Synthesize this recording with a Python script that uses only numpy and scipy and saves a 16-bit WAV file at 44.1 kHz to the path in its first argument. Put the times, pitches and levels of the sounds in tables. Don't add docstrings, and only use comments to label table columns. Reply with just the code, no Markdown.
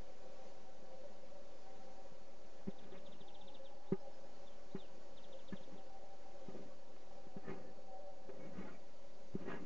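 import sys
import numpy as np
from scipy import signal
from scipy.fft import rfft, irfft, next_fast_len
from scipy.io import wavfile
from scipy.ndimage import uniform_filter1d, map_coordinates

SR = 44100
rng = np.random.default_rng(int(sys.argv[2]) if len(sys.argv) > 2 else 0)


def master_out(mix):
    frames = np.transpose(np.atleast_2d(mix))
    ceiling = np.clip(frames, -1, 1)
    pcm = np.round(ceiling * 32767).astype(np.int16)
    wavfile.write(sys.argv[1], SR, pcm)


N = 425565
T = np.arange(N) / SR
FFT_SIZE = next_fast_len(N + SR // 4, real=True)
FREQS = np.fft.rfftfreq(FFT_SIZE, 1 / SR) + 1e-6

# (time [s], thud [dB], hollow ring [dB], relative grit [dB], grit time [s], contact time [ms])
KNOCKS = [(0.826, -54, -58, -79, .009, 0.78), (2.12, -52, -63, -76, .009, 1.5),
          (2.673, -40.5, -43, -60, .009, 1.24), (2.683, -32.5, -52, -59.5, .009, 1.25),
          (2.922, -65, -44.5, -64, 0.012, .6), (3.211, -51, -57, -76, .009, 1.6),
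          (3.9227, -24, -29.5, -50, 0.0086, 0.9), (3.9282, -32.5, -48, -61, .006, 1.13),
          (4.75, -33.5, -39.5, -51, 0.013, 1.06), (5.5257, -36.5, -54.5, -51, 0.0073, 1.01),
          (5.5356, -38, -58, -59, 0.013, 1.4), (5.611, -52, -57, -78, .009, 1.3),
          (6.486, -40.5, -45.5, -57.5, 0.011, 1.1), (6.5484, -39.5, -55, -64, .008, 0.61),
          (6.557, -44, -52, -66, .008, 0.52), (6.633, -52, -65, -65, .005, .6),
          (6.962, -63, -65, -52, 0.0025, 0.44), (7.155, -55, -66, -75, .005, 0.34),
          (7.269, -47, -62, -64, .005, 1), (7.367, -38.5, -49, -57, .009, 1.2),
          (7.482, -39, -54, -62, .005, 0.75), (7.495, -36, -51, -55, 0.0055, 0.72),
          (7.516, -51, -40, -59, .007, 0.77), (8.291, -50, -46.5, -51.5, .0035, 0.71),
          (8.2988, -52, -56, -59, .004, .5), (8.535, -53, -54, -59, .006, 0.87),
          (8.589, -42, -60, -66, .005, 1.1), (9.346, -35.5, -50, -63, .009, 2.55),
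          (9.354, -29.5, -51, -66, 0.0098, 0.93), (9.464, -41, -51.5, -67, .004, 0.7),
          (9.479, -37.5, -44, -53, 0.0082, 0.91), (9.517, -39, -47, -43.5, 0.0035, 0.64),
          (9.54, -38, -50, -60, .003, 0.7)]
# (frequency [Hz], t60 [s], relative level [dB])
BODY_MODES = [(202, 0.012, -16.5), (388.6, 0.088, -3), (545, 0.027, -19.5), (846, 0.19, -14.5),
              (983, 0.066, -12.5), (1253, 0.2, -14.5), (1467, 0.074, -18.5), (1557, 0.09, -21.5),
              (1713, 0.057, -15.5), (1938, 0.1, -17.5), (2140, 0.042, -18), (2500, 0.12, -25),
              (2810, .08, -27)]
# (hardest push [s], swell [s], fade [s], pressure [dB], relative rasp [dB])
SCRAPES = [(2.85, 0.078, 0.068, -62.5, -73), (2.958, 0.039, 0.031, -62, -67),
           (3.15, 0.21, 0.13, -66.5, -78.5), (3.55, .07, 0.053, -69.5, -84),
           (5.74, 0.043, 0.046, -58, -73.5), (6.58, 0.088, 0.11, -57, -76), (7.503, 0.056, 0.075, -52, -63),
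           (7.68, 0.2, 0.091, -60, -79), (8.45, 0.088, 0.037, -53, -68), (8.6, 0.063, 0.055, -51, -66.5),
           (8.665, 0.06, 0.077, -54.5, -63.5), (9.43, 0.062, 0.044, -53.5, -67.5),
           (9.485, 0.019, .04, -52.5, -58), (9.525, 0.037, 0.055, -50.5, -56),
           (9.63, 0.11, .08, -53.5, -72.5)]
# (frequency [Hz], relative level [dB])
GRIT_COLOUR = [(60, -9.5), (200, 1.5), (400, 3), (650, -2), (1100, -3), (1800, -12.5), (2250, -10),
               (2450, -15), (2850, -17.5), (3200, -31), (4200, -40.5), (8000, -56.5)]
RUB_COLOUR = [(30, -19), (70, -8), (130, -8.5), (195, -3), (290, -1), (385, -4), (480, -5), (650, -24.5),
              (1500, -43)]
# (time [s], length [s], pitch [Hz], level [dB])
SQUEAKS = [(5.52, 0.024, 1714, -58.5), (6.68, 0.076, 1130, -71), (7.43, .04, 1790, -66),
           (7.473, 0.032, 1754, -57), (7.49, .04, 2130, -60), (7.63, 0.086, 1760, -71),
           (8.369, 0.14, 2220, -69), (8.61, .035, 2275, -63), (8.648, .04, 843, -55),
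           (8.671, 0.037, 1410, -56.5), (8.722, 0.058, 2280, -70), (9.509, 0.057, 1670, -53.5),
           (9.52, 0.063, 2120, -62.5)]
# (time [s], length [s], level [dB])
CHIRPS = [(2.695, .026, -69), (2.777, 0.029, -66), (2.828, .028, -69), (2.91, .03, -66.5),
          (2.968, .028, -66.5), (3.047, .04, -63), (3.112, 0.036, -65), (3.198, 0.034, -63),
          (3.27, 0.036, -62.5), (3.336, .032, -62), (3.401, 0.034, -63.5), (3.468, 0.034, -61.5),
          (3.537, 0.033, -61), (3.634, 0.06, -64.5), (5.159, 0.044, -63.5), (5.22, 0.042, -64.5),
          (5.314, .039, -63.5), (5.38, 0.036, -65), (5.471, 0.035, -63), (5.554, 0.033, -63.5),
          (5.62, .031, -66.5), (5.764, 0.048, -70)]
# (time [s], length [s], start pitch [Hz], end pitch [Hz], level [dB])
WHISTLES = [(3.866, 0.044, 3300, 4400, -72.5), (3.976, .06, 5150, 4950, -77), (4.098, .08, 5220, 5030, -77),
            (4.216, .06, 5080, 4950, -80), (4.312, 0.074, 4650, 4000, -75), (4.459, 0.037, 3950, 3290, -68),
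            (4.488, .1, 3300, 3020, -73), (4.699, .04, 3300, 4550, -72), (4.758, .115, 4430, 2294, -65.5)]
# (nominal pitch [Hz], width [Hz], relative level [dB])
HUM_LOW = [(524, 26, 0), (550.6, 26, -6.5), (583, 34, -6), (663, 38, -9.5)]
HUM_HIGH = [(776.7, 30, -1), (814, 34, -3), (937, 35, -15.5)]
# (time [s], level [dB])
HUM_LOW_SWELL = [(0, -60), (.95, -62), (1.15, -67), (1.4, -62), (2.6, -64), (3.9, -64.5), (4.8, -64),
                 (5.6, -61.5), (6.1, -63), (6.8, -64.5), (7.9, -59), (8.45, -58.5), (8.85, -67),
                 (9.02, -62), (9.3, -69)]
HUM_HIGH_SWELL = [(0, -69), (1, -72), (1.9, -73), (2.9, -70.5), (3.35, -64), (4.1, -68), (4.7, -72.5),
                  (5.6, -71), (6.2, -68), (6.8, -71.5), (8.1, -67), (8.9, -77)]
# (time [s], pitch [ratio])
HUM_PITCH = [(0, 0.98), (2.4, .997), (3.7, 1.043), (5, 1.004), (6.2, 1.002), (7.2, .98), (8.1, 0.98),
             (9.65, 1.056)]
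# (frequency [Hz], relative density [dB])
AIR_COLOUR = [(30, -2), (42, 5), (64, -13.5), (87, -1), (118, -17), (200, -3), (300, 0), (390, -1.5),
              (470, 1), (640, -1), (730, -6), (900, -7), (1100, -11.5), (2000, -17), (3200, -19.5),
              (6000, -21), (7500, -23)]
# (frequency [Hz], width [Hz], level [dB])
WHINE_BANDS = [(2650, 44, -99), (4493, 320, -87), (6667, 14, -99)]


def knocks(lead_s=.004):
    thuds, rings, crush = np.zeros((2, N)), np.zeros((2, N)), np.zeros(N)
    t = T[:SR // 8]
    for s, thud_db, ring_db, grit_db, grit_s, contact_ms in KNOCKS:
        chance = rng.standard_normal(2)
        push = (t - lead_s) / (contact_ms / 1000) - 1
        push = push + .19 * chance[:, None]
        add(thuds, s - lead_s, undb(thud_db) * (1 - push ** 2) * np.exp(-push ** 2 / 2))
        add(rings, s, undb(ring_db) * np.array([body_ring(1 + .015 * c) for c in chance]))
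        decay = np.exp(-t / grit_s)
        add(crush, s, undb(grit_db) * (1 - decay) * decay)
    rings = filtered(rings, 1 / np.sqrt(1 + (FREQS / 640) ** 4))
    thuds = filtered(thuds, 1 / np.sqrt(1 + (104 / FREQS) ** 6))
    return thuds + rings + undb(7) * crush * noise(rough_contact(), side_db=-6)


def scrapes(slips_per_s=6000, stroke_shape=1.4):
    pressure, rasp = np.zeros(N), np.zeros(N)
    for s, swell_s, fade_s, pressure_db, rasp_db in SCRAPES:
        from_peak = np.abs(T - s) / np.where(T < s, swell_s, fade_s)
        stroke = np.exp(-from_peak ** stroke_shape)
        pressure = np.hypot(pressure, undb(pressure_db) * stroke)
        rasp = np.hypot(rasp, undb(rasp_db) * stroke)
    slipping = rng.random(N) < slips_per_s / SR
    slips = slipping * rng.standard_normal((2, N)) * undb(1.3 * drift(110))
    low_modes = rfft(body_ring(.8), FFT_SIZE) / (1 + (FREQS / 600) ** 4)
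    shake = ports(slips, low_modes, side_db=-7)
    rumble = ports(slips, colour(RUB_COLOUR), side_db=-7)
    crunch = ports(slips, rough_contact(), side_db=-6)
    crunch = wander(crunch, share=.008, rate_hz=14)
    return pressure * (undb(-8) * shake + rumble) + undb(6.5) * rasp * crunch


def squeaks():
    out, wobble = np.zeros(N), 1 + .013 * drift(250)
    for s, length, hz, db in SQUEAKS:
        pitch = hz * wobble[int(s * SR):int((s + length) * SR)]
        swell = np.abs(np.sin(np.linspace(0, np.pi, len(pitch)))) ** .96
        add(out, s, undb(db) * swell * np.sin(phase_of(pitch)))
    return out * undb(-drift(180))


def body_ring(tuning):
    t = T[:SR // 8]
    return sum(undb(db - 60 * t / t60) * np.sin(2 * np.pi * hz * tuning * t) for hz, t60, db in BODY_MODES)


def rough_contact():
    upper_modes = rfft(body_ring(.98), FFT_SIZE) / (1 + (1100 / FREQS) ** 4)
    return np.hypot(unit(colour(GRIT_COLOUR)), undb(-5) * unit(np.abs(upper_modes)))


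def far_bird(chirp_start_hz=4300, chirp_end_hz=2436, branches_t60_s=.06, wood_t60_s=.35):
    song = np.zeros(N)
    chirps = [(s, length, chirp_start_hz, chirp_end_hz, db) for s, length, db in CHIRPS]
    for s, length, start_hz, end_hz, db in chirps + WHISTLES:
        shift, bend = rng.standard_normal(2)
        progress = np.arange(int(length * SR)) / (length * SR)
        glide = start_hz + (end_hz - start_hz) * progress ** np.exp(.12 * bend)
        pitch = glide * (1 + .014 * shift)
        add(song, s, undb(db) * np.sin(np.pi * progress) * np.sin(phase_of(pitch)))
    song *= undb(drift(160))
    t = T[:SR // 2]
    decay = undb(-60 * t / branches_t60_s) + undb(-13 - 60 * t / wood_t60_s)
    trees = rng.standard_normal((2, len(t))) * decay
    scattered = signal.fftconvolve(song[None], trees / np.linalg.norm(trees[0]), axes=1)[:, :N]
    return undb(-4.5) * song + scattered


def distant_hum(resonances, swell, waver_db=2.5, port_lag_rad=.94):
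    out, pitch = np.zeros((2, N)), np.interp(T, *np.transpose(HUM_PITCH))
    for hz, width, db in resonances:
        narrow = 1 / (1 + (2 * FREQS / width) ** 2)
        in_phase, quadrature = unit(filtered(rng.standard_normal((2, N)), narrow))
        phase = phase_of(hz * pitch * (1 + .005 * drift(2.5)))
        phase = phase + np.array([[.5], [-.5]]) * port_lag_rad * drift(2.5)
        out += undb(db + waver_db * drift(10)) * (in_phase * np.cos(phase) + quadrature * np.sin(phase))
    return unit(out) * undb(np.interp(T, *np.transpose(swell)))


def air_and_hiss():
    return noise(colour(AIR_COLOUR), side_db=-6.5) * undb(-63 + .7 * drift(3.3))


def whine():
    bands = sum(undb(db) * unit(resonance(hz, width)) for hz, width, db in WHINE_BANDS)
    return filtered(rng.standard_normal(N), bands) * undb(.8 * drift(6))


def air_rumble():
    return noise(resonance(hz=195, width=64), side_db=-12.5) * undb(-82 + 4.2 * drift(9.1))


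def boxy_echo(pair, bass, treble, delay_s=.00525):
    feedback = treble + (bass - treble) / (1 + (FREQS / 550) ** 4)
    delay = np.exp(-2j * np.pi * FREQS * delay_s)
    return filtered(pair, (1 - feedback ** 2) ** .3 / (1 - feedback * delay))


def widen(pair, share=.27, delay_s=.00475):
    band = 1 / (1 + (220 / FREQS) ** 4) / np.sqrt(1 + FREQS / 900)
    spread = filtered(pair.mean(axis=0), share * band * np.exp(-2j * np.pi * FREQS * delay_s))
    return pair + np.array([-spread, spread])


def ports(pair, response, side_db):
    width = undb(side_db) / (1 + (140 / FREQS) ** 8)
    mid, side = filtered(pair, np.array([response, response * width]))
    return unit(np.array([mid + side, mid - side]))


def noise(response, side_db):
    return ports(rng.standard_normal((2, N)), response, side_db)


def drift(rate_hz):
    hold = int(SR / rate_hz)
    return 1.4 * uniform_filter1d(np.repeat(rng.standard_normal(N // hold + 1), hold), hold)[:N]


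def wander(pair, share, rate_hz):
    position = np.cumsum(1 + share * drift(rate_hz))
    return np.array([map_coordinates(side, [position], order=1, mode="mirror") for side in pair])


def filtered(x, response):
    return irfft(rfft(x, FFT_SIZE) * response, FFT_SIZE)[..., :N]


def colour(points):
    hz, db = np.transpose(points)
    return undb(np.interp(np.log(FREQS), np.log(hz), db))


def resonance(hz, width):
    return 1 / (1 + ((FREQS ** 2 - hz ** 2) / (FREQS * width)) ** 2)


def phase_of(hz):
    return 2 * np.pi * np.cumsum(hz) / SR


def undb(db):
    return 10 ** (np.asarray(db) / 20)


def unit(x):
    return x / np.sqrt(np.mean(x ** 2))


def add(out, s, sound):
    i = int(s * SR)
    out[..., i:i + sound.shape[-1]] += sound[..., :N - i]


def scene():
    close = knocks() + scrapes() + squeaks()
    far = far_bird() + air_and_hiss()
    far += distant_hum(HUM_LOW, HUM_LOW_SWELL) + distant_hum(HUM_HIGH, HUM_HIGH_SWELL)
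    far += whine() + air_rumble()
    return widen(boxy_echo(close, bass=.48, treble=.026)) + boxy_echo(far, bass=.33, treble=.42)


def record(dry):
    top_hz, dc_offset = 7300, -.0107
    return signal.sosfiltfilt(signal.butter(16, top_hz, fs=SR, output="sos"), dry + dc_offset)


dry = scene()
out = record(dry)
master_out(out)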